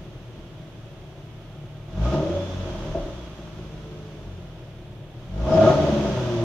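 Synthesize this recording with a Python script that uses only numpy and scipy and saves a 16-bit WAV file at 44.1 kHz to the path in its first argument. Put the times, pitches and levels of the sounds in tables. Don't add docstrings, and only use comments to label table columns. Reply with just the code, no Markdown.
import sys
import numpy as np
from scipy import signal
from scipy.fft import rfft, irfft, next_fast_len
from scipy.io import wavfile
from scipy.ndimage import uniform_filter1d

SR = 44100
rng = np.random.default_rng(int(sys.argv[2]) if len(sys.argv) > 2 else 0)


def store_pcm(level_fs):
    pcm = np.round(np.clip(level_fs, -1, 1) * 32767).astype(np.int16)
    wavfile.write(sys.argv[1], SR, np.atleast_2d(pcm).T)


N = 283989
LONG = N + 4096
SIZE = next_fast_len(N + 2 * SR)
HZ = np.fft.rfftfreq(SIZE, 1 / SR)
TIME = np.arange(LONG) / SR


def gain_of(db):
    return 10 ** (np.asarray(db) / 20)


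def evened(x):
    return x / np.sqrt(np.mean(x ** 2) + 1e-20)


def read(points, hz=HZ):
    f, value = np.transpose(points)
    return np.interp(np.log(hz + 1), np.log(f + 1), value)


def follow(curve, late_s=0):
    s, value = np.transpose(curve)
    return np.interp(TIME - late_s, s, value)


def shape(x, response):
    return irfft(rfft(x, SIZE) * response, SIZE)[..., :LONG]


def modes(table):
    rings = 0
    for k, (f, width, db) in enumerate(table):
        resonance = 1j * HZ * width / (f * f - HZ ** 2 + 1j * HZ * width)
        rings = rings + (-1) ** k * gain_of(db) * resonance
    return rings / (1 + 1j * HZ / (1.41 * table[-1][0])) ** 2


def packed(response):
    return response / (1 + 1j * HZ / 3000) ** 2


def lumps(seconds):
    width = round(seconds * SR)
    return evened(uniform_filter1d(uniform_filter1d(rng.standard_normal(LONG), width), width))


def arch(s0, s1):
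    return np.sin(np.pi * np.clip((TIME - s0) / (s1 - s0), 0, 1)) ** .5


def thin_tone(turns, s0, s1, db, unsteady):
    wander = unsteady * np.cumsum(rng.standard_normal((2, LONG)), axis=1)
    return np.sqrt(2) * gain_of(db + 2.5 * lumps(.03)) * arch(s0, s1) * np.cos(2 * np.pi * turns + wander)


# f/Hz, relative spectral level/dB
HALL_COLOUR = [(18, -46.5), (30, -23), (135, 6), (239, -14.5), (334, -11), (445, -11.5), (621, -13),
               (700, -14), (1160, -28), (3460, -26.5), (4610, -42.5), (6290, -63.5), (9000, -65),
               (11700, -83), (19800, -120)]


def hall_noise():
    noise = shape(rng.standard_normal((2, LONG)), gain_of(read(HALL_COLOUR)))
    return gain_of(-44.5) * evened(noise)


# t/s, f/Hz
FIRING_RATE = [(0.0, 41.28), (0.14, 38.85), (0.9, 37.78), (1.85, 36.35), (1.91, 39.98), (2.15, 71.92),
               (2.3, 86), (2.37, 91.34), (2.45, 93.13), (2.55, 92.9), (2.63, 90.94), (2.75, 85.14),
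               (3.0, 68.18), (3.25, 59.1), (3.55, 52.9), (4.0, 51.07), (4.22, 49.36), (4.4, 43.9),
               (4.73, 35.15), (5.25, 38.54), (5.36, 50.63), (5.45, 61), (5.59, 97.73), (5.73, 136.6),
               (5.79, 146.8), (5.87, 146.4), (5.95, 143.2), (6.03, 139.2), (6.2, 125.1), (6.44, 113.7)]


def firing_turns():
    return np.cumsum(follow(FIRING_RATE)) / SR


def level_db(push, idle_db, octave_db, push_db, late_s=0):
    octaves = np.log2(follow(FIRING_RATE) / 37)
    return idle_db + octave_db * octaves + push_db * follow(push, late_s)


# t/s, load (1 = full, below 0 = engine braking)
LOAD = [(0.0, 0.3), (0.4, -0.04), (1.88, 0.02), (1.96, 0.68), (2.02, 1.05), (2.15, 0.97), (2.26, 0.73),
        (2.42, 0.16), (2.7, 0.14), (2.95, 0.06), (3.4, -0.08), (4.15, -0.12), (4.29, 0.38), (4.5, 0.11),
        (5.25, 0.05), (5.33, 0.62), (5.45, 0.9), (5.58, 0.74), (5.7, 0.67), (5.82, 0.42), (5.95, -0.1),
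        (6.12, 0.05), (6.3, 0.4), (6.44, 0.55)]
# multiple of the firing rate, idle level/dB, change per octave of speed/dB, gain at full load/dB
FIRING_ORDERS = [(1.0, -48.5, 2.5, 20.5), (2.0, -54.5, 6, 18), (3.0, -52.5, 7.5, 13), (4.0, -53, -15, 26.5)]
# f/Hz, gain/dB
TONE_GAIN = [(36, -6.5), (45, -1.5), (56, 4.5), (66, -0.5), (74, -9), (82, -0.5), (91, 9.5), (100, 5),
             (112, 4), (125, 4.5), (140, -2), (150, 6), (165, 1.5), (180, -1.5), (195, 0), (213, -3),
             (240, -21), (280, -6), (315, -14), (335, 5.5), (352, 9.5), (370, -3.5), (392, -9),
             (420, -11.5), (520, -9.5), (575, 4), (620, -5)]
# f/Hz, width/Hz, level/dB
LONG_PIPES = [(59.8, 1.6, 1.5), (84, 14.6, 2), (138.3, 15, -2), (157.1, 6.58, 9), (213.7, 29, 3.5)]


def firing_tones():
    hz, turns = follow(FIRING_RATE), firing_turns()
    uneven_db = 2.5 * np.clip(1 - follow(LOAD), .3, 1)
    tones = 0
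    for order, *law in FIRING_ORDERS:
        db = level_db(LOAD, *law) + read(TONE_GAIN, order * hz) + uneven_db * lumps(.06)
        lag_turns = .07 * order * order
        tones = tones + np.sqrt(2) * gain_of(db) * np.cos(2 * np.pi * (order * turns - lag_turns))
    return tones + gain_of(-35) * shape(tones, modes(LONG_PIPES))


def gas_pulses():
    turns = firing_turns()
    strength = gain_of(2.84 * rng.standard_normal((1000, 2)))[turns.astype(int)].T
    puffs = 0.5 + strength * np.exp(-(turns % 1) / 0.6)
    firing = np.diff(np.floor(turns), prepend=0)
    bangs = strength * firing * np.sqrt(SR / follow(FIRING_RATE))
    return puffs, bangs


# t/s, surge (1 = full)
SURGE = [(0.0, 0.32), (0.4, 0.24), (1.88, 0.13), (1.97, 0.79), (2.06, 1.22), (2.18, 1.05), (2.32, 0.5),
         (2.5, -0.18), (2.75, 0.32), (2.95, 0.48), (3.2, 0.12), (4.15, 0.094), (4.75, 0.14), (5.27, 0.23),
         (5.4, 0.91), (5.5, 1.35), (5.62, 1.1), (5.72, 0.59), (5.85, 0.35), (6.05, 0.24), (6.14, 0.38),
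         (6.25, 0.11), (6.44, 0.16)]
# idle level/dB, change per octave of speed/dB, gain at full surge/dB, delay behind the surge/s
FLOW = [(-57.5, 1, 13.5, .005), (-53.5, 12, 11.5, 0.0063), (-54, 10, 11, 0.08), (-59, 13, 12.5, 0.023)]
# f/Hz, width/Hz, level/dB
BURBLE = [(24, 14, -8), (43, 8, 0)]
SILENCER = [(273, 40, -1.5), (310.6, 20, 7.5), (352.8, 22.6, 9.5), (397.5, 42, 0.5)]
TAILPIPES = [(523, 133, -3), (565, 15, 7), (611.8, 9.3, 7.5), (819, 190, -7), (896, 76, -1.5),
             (910, 240, -20.5)]
HOWL = [(646, 16, 0), (680, 35, -6)]
RASP = [(786, 12, -4), (876, 14, 0), (1098, 22, -8), (1237, 16, 0), (1258, 16, 0), (1403, 12, -3),
        (1630, 40, -14), (1840, 90, -21)]
# t/s, level/dB
HOWL_LEVEL = [(0.0, -54.5), (1.86, -56), (2.06, -32), (2.13, -31), (2.19, -24.5), (2.23, -39),
              (2.33, -40.5), (2.42, -46), (2.52, -44), (2.94, -42.5), (2.96, -28), (2.985, -32), (3.0, -50),
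              (3.3, -57), (4.3, -53), (5.27, -60), (5.36, -43), (5.43, -35), (5.49, -20.5), (5.51, -39),
              (5.522, -14), (5.56, -16), (5.575, -12), (5.622, -8), (5.636, -19), (5.646, -12),
              (5.662, -19), (5.68, -7.5), (5.693, -20), (5.703, -5.5), (5.717, -21.5), (5.73, -15.5),
              (5.745, -31), (5.8, -21.5), (5.95, -34), (6.2, -40.5), (6.44, -29.5)]
RASP_LEVEL = [(0.0, -69), (1.9, -63), (2.06, -39), (2.12, -40.5), (2.25, -46.5), (2.4, -60.5), (2.92, -57),
              (2.96, -53), (3.02, -68), (5.3, -67), (5.45, -40.5), (5.55, -35), (5.62, -30.5),
              (5.68, -28.5), (5.75, -34), (5.8, -44), (6.44, -53)]


def gas_in_pipes(puffs, bangs):
    burble_db, long_db, silencer_db, tail_db = [level_db(SURGE, *law) for law in FLOW]
    for s0, s1, lumpy_db, *_ in OVERRUN:
        burble_db = burble_db + lumpy_db * arch(s0, s1)
    # level/dB, sharp bang against soft puff, modes
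    pipes = [(burble_db, 0, BURBLE), (long_db, .8, LONG_PIPES), (silencer_db, .9, SILENCER),
             (tail_db, .8, TAILPIPES), (follow(HOWL_LEVEL) - 13.5, .5, HOWL),
             (follow(RASP_LEVEL), .4, RASP)]
    under_load = 1 + .7 * np.clip(follow(LOAD), 0, 1)
    gas = 0
    for db, crisp, table in pipes:
        drive = puffs * rng.standard_normal((2, LONG)) + crisp * bangs * under_load
        response = packed(modes(table))
        gas = gas + shape(drive * gain_of(db), response) / shape(drive[0], response).std()
    return gas


def singing(hz, db):
    wander = .025 * uniform_filter1d(np.cumsum(rng.standard_normal((2, LONG)), axis=1), 60)
    return np.sqrt(2) * gain_of(db + 1.5 * lumps(.012)) * np.cos(2 * np.pi * hz * TIME + wander)


# t/s, level/dB
RING_LEVEL = [(0.0, -63), (0.66, -84), (1.92, -58), (2.08, -50), (2.37, -22.5), (2.44, -35), (2.49, -51),
              (2.64, -37.5), (2.92, -54), (2.96, -36), (3.05, -69), (3.08, -43), (3.16, -63), (5.27, -66.5),
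              (5.54, -43.5), (5.67, -38.5), (5.78, -16.5), (5.92, -43), (5.95, -21.5), (6.28, -41.5),
              (6.4, -28.5), (6.44, -41)]


def singing_pipes():
    howl = singing(639, follow(HOWL_LEVEL) - 2.5)
    return howl + singing(568, follow(RING_LEVEL) - 5)


# f/Hz, relative spectral level/dB
TIP_COLOUR = [(590, -4.5), (1000, 0.5), (1360, -2), (2130, -9), (3330, -6), (4240, -14), (6410, -15),
              (9150, -43.5), (11900, -42.5), (13500, -35), (15500, -40)]
# t/s, level/dB
JET_LEVEL = [(0.0, -64), (0.11, -65.5), (1.86, -67.5), (1.97, -59.5), (2.04, -51), (2.15, -48.5),
             (2.19, -52.5), (2.39, -53.5), (2.85, -54), (3.35, -60.5), (4.16, -63), (5.06, -70),
             (5.33, -63), (5.58, -44), (5.59, -48), (5.61, -44), (5.7, -42), (5.76, -45.5), (6.35, -48.5),
             (6.44, -51)]


def jet_hiss(puffs):
    jet = rng.standard_normal((2, LONG)) * (4 + puffs)
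    jet_db = follow(JET_LEVEL)
    hiss = gain_of(jet_db + 9) * evened(shape(jet, gain_of(read(TIP_COLOUR))))
    sizzle = evened(shape(jet, modes([(11287, 5000, 0)])))
    return hiss + gain_of(0.59 * jet_db - 42) * sizzle


# start t/s, end t/s, f/Hz, level/dB
WHISTLES = [(2.04, 2.19, 5020, -62), (5.47, 5.62, 5080, -54)]


def intake_whistles():
    return sum(thin_tone(hz * TIME, s0, s1, db, 0.08) for s0, s1, hz, db in WHISTLES)


# multiple of the firing rate, start t/s, end t/s, level/dB
WHINES = [(37.4, 2.28, 2.85, -55.5), (55.8, 2.98, 3.32, -62.5), (8.55, 3.55, 4.4, -52)]


def belt_whines():
    turns = firing_turns()
    return sum(thin_tone(multiple * turns, s0, s1, db, 0.00048 * multiple)
               for multiple, s0, s1, db in WHINES)


# start t/s, end t/s, gain of the burble/dB,
# level/dB of the tone at 0.5 times the firing rate, level/dB of the tone at 1.5 times
OVERRUN = [(2.49, 3.167, 14, -38.5, -42.5), (5.876, 6.143, 8, -38.5, -28)]


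def uneven_banks():
    turns = firing_turns()
    tones = 0
    for s0, s1, _, *levels in OVERRUN:
        for order, db in zip((.5, 1.5), levels):
            tones = tones + thin_tone(order * turns, s0, s1, db, .002)[0]
    return tones


# t/s, bang level/dB, low thump level/dB (before the gains below)
POPS = [(2.651, -37, -16), (2.746, -35, -29), (2.787, -46, -31), (2.947, -21, -14), (2.968, -25.5, -26),
        (3.013, -45, -39), (3.077, -32.5, -47), (5.839, -18, -45), (5.886, -21.5, -45), (5.956, -21, -46),
        (5.997, -24, -45), (6.02, -27.5, -40), (6.047, -18, -26), (6.086, -22.5, -48)]


def pops():
    t = np.arange(800) / SR
    bang, thump = np.zeros((2, 2, LONG))
    for s, db, low_db in POPS:
        at = round(s * SR)
        noise = 0.46 * rng.standard_normal((2, len(t))) * np.exp(-t / 0.0048)
        click = 2.95 * np.exp(-t / 0.00017)
        bang[:, at:at + len(t)] += gain_of(db) * (noise + click)
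        thump[:, at:at + len(t)] += gain_of(low_db) * np.exp(-t / 0.0016)
    ring = modes(HOWL) + gain_of(-20) * modes(RASP)
    ring = ring + gain_of(-11) * modes(TAILPIPES) - gain_of(-14) * modes(SILENCER)
    return gain_of(27.5) * shape(bang, packed(ring)) + gain_of(1.5) * shape(thump, modes(LONG_PIPES))


def exhaust():
    puffs, bangs = gas_pulses()
    tones = (firing_tones() + uneven_banks()) * gain_of([[0], [-1.5]])
    return tones + singing_pipes() + gas_in_pipes(puffs, bangs) + jet_hiss(puffs)


# f/Hz, level/dB
DIFFERENCE = [(60, -26), (125, -19), (250, -14.5), (680, -14.5), (1250, -5), (2400, -1), (8000, .4)]
# f/Hz, level/dB
LEFT_OVER_RIGHT = [(60, 0.5), (92, 0.5), (140, 1.0), (210, 0.5), (330, 0.5), (500, 0.5), (770, 1.0),
                   (1170, 0.0), (1790, -1.5), (2740, -5.0), (4190, -4.0), (6410, 0.5), (9810, -1.0),
                   (15000, -0.5)]


def hall(x):
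    t = np.arange(SR // 2) / SR
    echoes = rng.standard_normal((2, len(t))) * gain_of(-60 * t)
    echoes /= np.linalg.norm(echoes, axis=1, keepdims=True)
    wet = .16 * HZ / (HZ + 500)
    x = shape(x, np.sqrt(1 - wet) + np.sqrt(wet) * rfft(echoes, SIZE))
    shared, unlike = shape(x, np.array([HZ ** 0, 1j * gain_of(read(DIFFERENCE))]))
    balance = gain_of(read(LEFT_OVER_RIGHT) * np.array([[.5], [-.5]]))
    return shape(np.array([shared + unlike, shared - unlike]), balance)


def scene():
    sources = hall_noise() + exhaust() + intake_whistles() + belt_whines() + pops()
    return hall(sources)[:, :N]


def record(dry):
    hissy = dry + gain_of(-70) * rng.standard_normal(dry.shape)
    low_pass = signal.firwin(1023, 15660, window=("kaiser", 9), fs=SR)
    padded = np.pad(hissy, ((0, 0), (511, 511)), "reflect", reflect_type="odd")
    return signal.oaconvolve(padded, low_pass[None], "valid", axes=1)


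dry = scene()
out = record(dry)
store_pcm(out)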